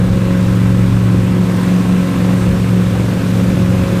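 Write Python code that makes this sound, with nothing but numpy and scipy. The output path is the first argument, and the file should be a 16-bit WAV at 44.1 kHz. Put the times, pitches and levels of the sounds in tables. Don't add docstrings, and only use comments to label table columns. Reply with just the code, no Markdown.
import sys
import numpy as np
from scipy import signal
from scipy.fft import rfft, irfft, next_fast_len
from scipy.io import wavfile
from scipy.ndimage import uniform_filter1d, minimum_filter1d, map_coordinates

SR = 44100
rng = np.random.default_rng(int(sys.argv[2]) if len(sys.argv) > 2 else 0)


def transcribe(signal):
    frames = np.atleast_2d(signal).T
    limited = np.clip(frames, -1, 1)
    pcm = np.round(limited * 32767).astype(np.int16)
    wavfile.write(sys.argv[1], SR, pcm)


N = 176400
CYLINDERS, THROB_ORDER = 8, 5

# t/s, f/Hz
FIRING_RATE = [(0, 181.55), (.9, 181.4), (1.4, 181.1), (1.8, 181.4), (2.2, 182.0), (2.6, 181.4),
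               (3.15, 180.5), (3.7, 181.35), (4, 181.55)]
# t/s, level/dB
THROB_FADER = [(0, -15.5), (.15, -14), (.31, -19), (.5, -13.5), (.75, -13), (1.1, -13.5), (1.35, -16.5),
               (1.55, -21.5), (1.78, -22.5), (1.88, -18.5), (1.98, -27.5), (2.25, -18.5), (2.5, -16.5),
               (2.68, -15.5), (3.1, -18), (3.27, -21), (3.38, -13.5), (3.46, -20), (3.7, -16), (4, -19)]
# t/s, level/dB
DRONE_FADER = [(0, -13.5), (.22, -16), (.38, -13.5), (1.05, -15), (1.5, -14), (1.63, -16.5), (1.76, -10.5),
               (1.85, -15), (1.96, -9.5), (2.12, -19.5), (2.19, -13), (2.35, -12.5), (2.65, -16.5),
               (2.78, -12), (2.95, -18), (3.22, -18.5), (3.3, -14), (3.42, -18.5), (3.55, -15.5),
               (3.8, -14), (3.9, -18.5), (4, -14)]
# t/s, level/dB
GROWL_FADER = [(0, -33), (.8, -25.5), (1.3, -29.5), (1.8, -25.5), (2.15, -24.5), (2.7, -30.5), (3.5, -26),
               (4, -32)]
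# t/s, level/dB
HUM_FADER = [(0, -35), (.3, -28), (.65, -34.5), (1.1, -36), (1.9, -37), (2.3, -31.5), (3.1, -34),
             (3.8, -29.5), (4, -28.5)]
# t/s, level/dB
SHAKE_FADER = [(0, -26), (.45, -34), (.75, -26), (1.25, -31.5), (1.55, -51), (4, -44)]
EXHAUST_OVERTONES = {4: -31, 6: -28.5, 7: -38, 9: -32.5, 10: -32.5, 11: -41.5, 13: -34, 14: -33.5, 15:
                     -41.5, 16: -32, 18: -41, 20: -48, 21: -42.5, 22: -35.5, 26: -44}
GEAR_PARTIALS = {40: -49.5, 42: -49.5, 44: -52, 45: -48, 46: -42, 48: -48, 49: -45.5, 57: -46, 58: -48.5,
                 68: -51, 88: -53, 154: -56}
# t/s, gain/dB
GEAR_TRIM = [(0, -0.5), (1.2, -0.5), (1.7, 2), (2.3, 2), (2.8, -5), (4, -2.5)]
# f/Hz, relative level/dB
BURBLE_EQ = [(20, -60), (50, -30), (90, -5.5), (140, 0), (200, 5), (250, -3), (320, -6.5), (400, -10),
             (500, -7.5), (600, -14), (750, -18.5), (1500, -43), (4000, -120)]
# t/s, level/dB
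BURBLE_FADER = [(0, -20.5), (.7, -26), (1.25, -22.5), (1.6, -20.5), (2.1, -21), (2.7, -22.5), (2.95, -20.5),
                (3.2, -20), (3.6, -18.5), (4, -21.5)]
# f/Hz, relative level/dB
CLATTER_EQ = [(80, -60), (300, -32), (600, -3), (800, -1), (1100, 1), (1400, -.5), (1650, 0.5),
              (1900, -3.5), (2500, -4), (2850, -6.5), (3100, -10.5), (3600, -9), (4500, -15.5),
              (8000, -22.5), (16000, -38)]
# t/s, level/dB
WHINE_FADER = [(0, -54), (1, -50.5), (1.5, -55), (1.63, -47), (1.75, -54), (1.88, -49), (2.25, -53),
               (2.43, -47), (2.55, -55), (2.65, -48), (2.75, -51), (3.05, -51.5), (3.3, -53), (4, -58)]
# t/s, relative level/dB
WAKE_SWELL = [(0, -42.5), (.3, -42), (.42, -41), (.6, -41), (1.0, -42), (1.38, -42), (1.64, -38.5),
              (1.85, -40), (2.05, -40), (2.35, -39), (2.8, -40.5), (3.1, -40), (3.4, -38.5), (3.62, -39.5),
              (4, -38)]
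# f/Hz, relative level/dB
SPRAY_EQ = [(300, -26), (1000, 0), (2500, 3.5), (4500, -1), (7500, -3), (9000, -5), (12000, -7),
            (15000, -10.5)]
# f/Hz, relative level/dB
SLAP_EQ = [(100, -120), (400, -25), (640, -4), (780, 4), (950, -12), (2000, -35), (5000, -120)]
# f/Hz, relative level/dB
WIND_EQ = [(10, -30), (25, -12), (38, -7), (48, 4.5), (70, 6.5), (95, 7), (140, 3), (300, -25),
           (1500, -120)]
# t/s, level/dB
GUST_FADER = [(0, -27), (.05, -23), (.11, -20), (.22, -26), (.4, -32), (.5, -23), (.8, -24), (1.3, -23),
              (1.55, -30), (1.78, -30), (1.9, -26), (2.15, -27), (2.39, -30), (2.48, -17), (2.58, -24),
              (2.8, -29), (2.91, -22), (3.03, -29), (3.55, -26), (3.67, -21), (3.75, -28), (3.83, -18.5),
              (3.95, -28)]


def amp(db):
    return 10 ** (np.asarray(db) / 20)


def unit(x):
    return x / np.sqrt(np.mean(x ** 2) + 1e-20)


def curve(rows):
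    return np.interp(np.arange(N) / SR, *np.transpose(rows))


def wobble(rate):
    knots = rng.standard_normal(int(N * rate / SR) + 4)
    return map_coordinates(knots, [1 + np.arange(N) * rate / SR])


def filtered(x, response):
    size = next_fast_len(N + SR // 2)
    return irfft(rfft(x, size) * response(np.fft.rfftfreq(size, 1 / SR)), size)[:N]


def noise(eq, patchy_db):
    spectrogram = signal.stft(rng.standard_normal(N), nperseg=512)[2]
    patches = uniform_filter1d(rng.standard_normal(spectrogram.shape), 8, axis=0)
    patches = uniform_filter1d(patches, 12, axis=1)
    textured = signal.istft(spectrogram * amp(patchy_db * unit(patches)), nperseg=512)[1][:N]
    eq_hz, eq_db = np.transpose(eq)
    return unit(filtered(textured, lambda hz: amp(np.interp(np.log(hz + 1), np.log(eq_hz), eq_db))))


def engine_note(cycle, order, flutter_db, wander_rad):
    smear_rad = 1.164 * rng.standard_normal()
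    phase = 2 * np.pi * order * cycle + smear_rad + wander_rad * (wobble(6) + wobble(22) / 2)
    return -unit(amp(flutter_db * wobble(14)) * np.sin(phase))


def note_stack(cycle, levels, drift_db=1.33):
    stack = np.zeros(N)
    for order, db in levels.items():
        drift = amp(drift_db * wobble(2.94))
        stack += amp(db) * unit(drift * engine_note(cycle, order, flutter_db=1.84, wander_rad=.15))
    return stack


def engine_body(cycle):
    body = amp(curve(THROB_FADER)) * engine_note(cycle, THROB_ORDER, flutter_db=.5, wander_rad=.038)
    body += amp(curve(DRONE_FADER)) * engine_note(cycle, CYLINDERS, flutter_db=.5, wander_rad=.11)
    body += amp(curve(GROWL_FADER)) * engine_note(cycle, order=12, flutter_db=1, wander_rad=.53)
    body += amp(curve(HUM_FADER)) * engine_note(cycle, order=24, flutter_db=2.55, wander_rad=.1)
    body += amp(curve(SHAKE_FADER)) * engine_note(cycle, order=2, flutter_db=2, wander_rad=.3)
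    return body + note_stack(cycle, EXHAUST_OVERTONES)


def firing_pulse(cycle, depth, lope):
    angle = 2 * np.pi * cycle
    uneven = np.cos(angle) + np.cos(2 * angle) + np.cos((CYLINDERS - THROB_ORDER) * angle)
    return unit(np.exp(depth * np.cos(CYLINDERS * angle) + lope * uneven))


def burble(cycle):
    churn = noise(BURBLE_EQ, patchy_db=1.2)
    return churn * firing_pulse(cycle, depth=.24, lope=.12) * amp(curve(BURBLE_FADER))


def clatter(cycle, wake_db):
    rattle = noise(CLATTER_EQ, patchy_db=1.17) * firing_pulse(cycle, depth=.049, lope=.06)
    level_db = -31 + .55 * (wake_db - wake_db.mean()) + .13 * wobble(23)
    return rattle * amp(level_db)


def gear_ring(cycle):
    return amp(curve(GEAR_TRIM)) * note_stack(cycle, GEAR_PARTIALS)


def whine(centre_hz=8210, width_hz=110):
    band = filtered(rng.standard_normal(N), lambda hz: 1 / (1 + 2j * (hz - centre_hz) / width_hz))
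    return unit(band) * amp(curve(WHINE_FADER))


def spray(wake_db, boost_db=3):
    hiss = noise(SPRAY_EQ, patchy_db=.3)
    return hiss * amp(wake_db + boost_db + .15 * wobble(10) + .25 * wobble(70))


def hull_slap(at_s=2.96, half_width_s=.015, level_db=-27):
    swell = np.exp(-((np.arange(N) / SR - at_s) / half_width_s) ** 2)
    return noise(SLAP_EQ, patchy_db=-3) * swell * amp(level_db)


def wind():
    return noise(WIND_EQ, patchy_db=1.2) * amp(curve(GUST_FADER))


def scene():
    cycle = np.cumsum(curve(FIRING_RATE)) / CYLINDERS / SR
    wake_db = curve(WAKE_SWELL)
    engine = engine_body(cycle) + gear_ring(cycle) + burble(cycle) + clatter(cycle, wake_db) + whine()
    return (engine + spray(wake_db) + hull_slap() + wind())[None]


def record(dry):
    ceiling, hold_s, ramp_s, top_hz = .72, .012, .0024, 15330
    mix = dry[0]
    needed_gain = np.minimum(1, ceiling / (np.abs(mix) + 1e-9))
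    held_gain = minimum_filter1d(needed_gain, int(hold_s * SR) + 1)
    gain = uniform_filter1d(held_gain, int(ramp_s * SR) + 1)
    return filtered(mix * gain, lambda hz: hz < top_hz)[None]


dry = scene()
out = record(dry)
transcribe(out)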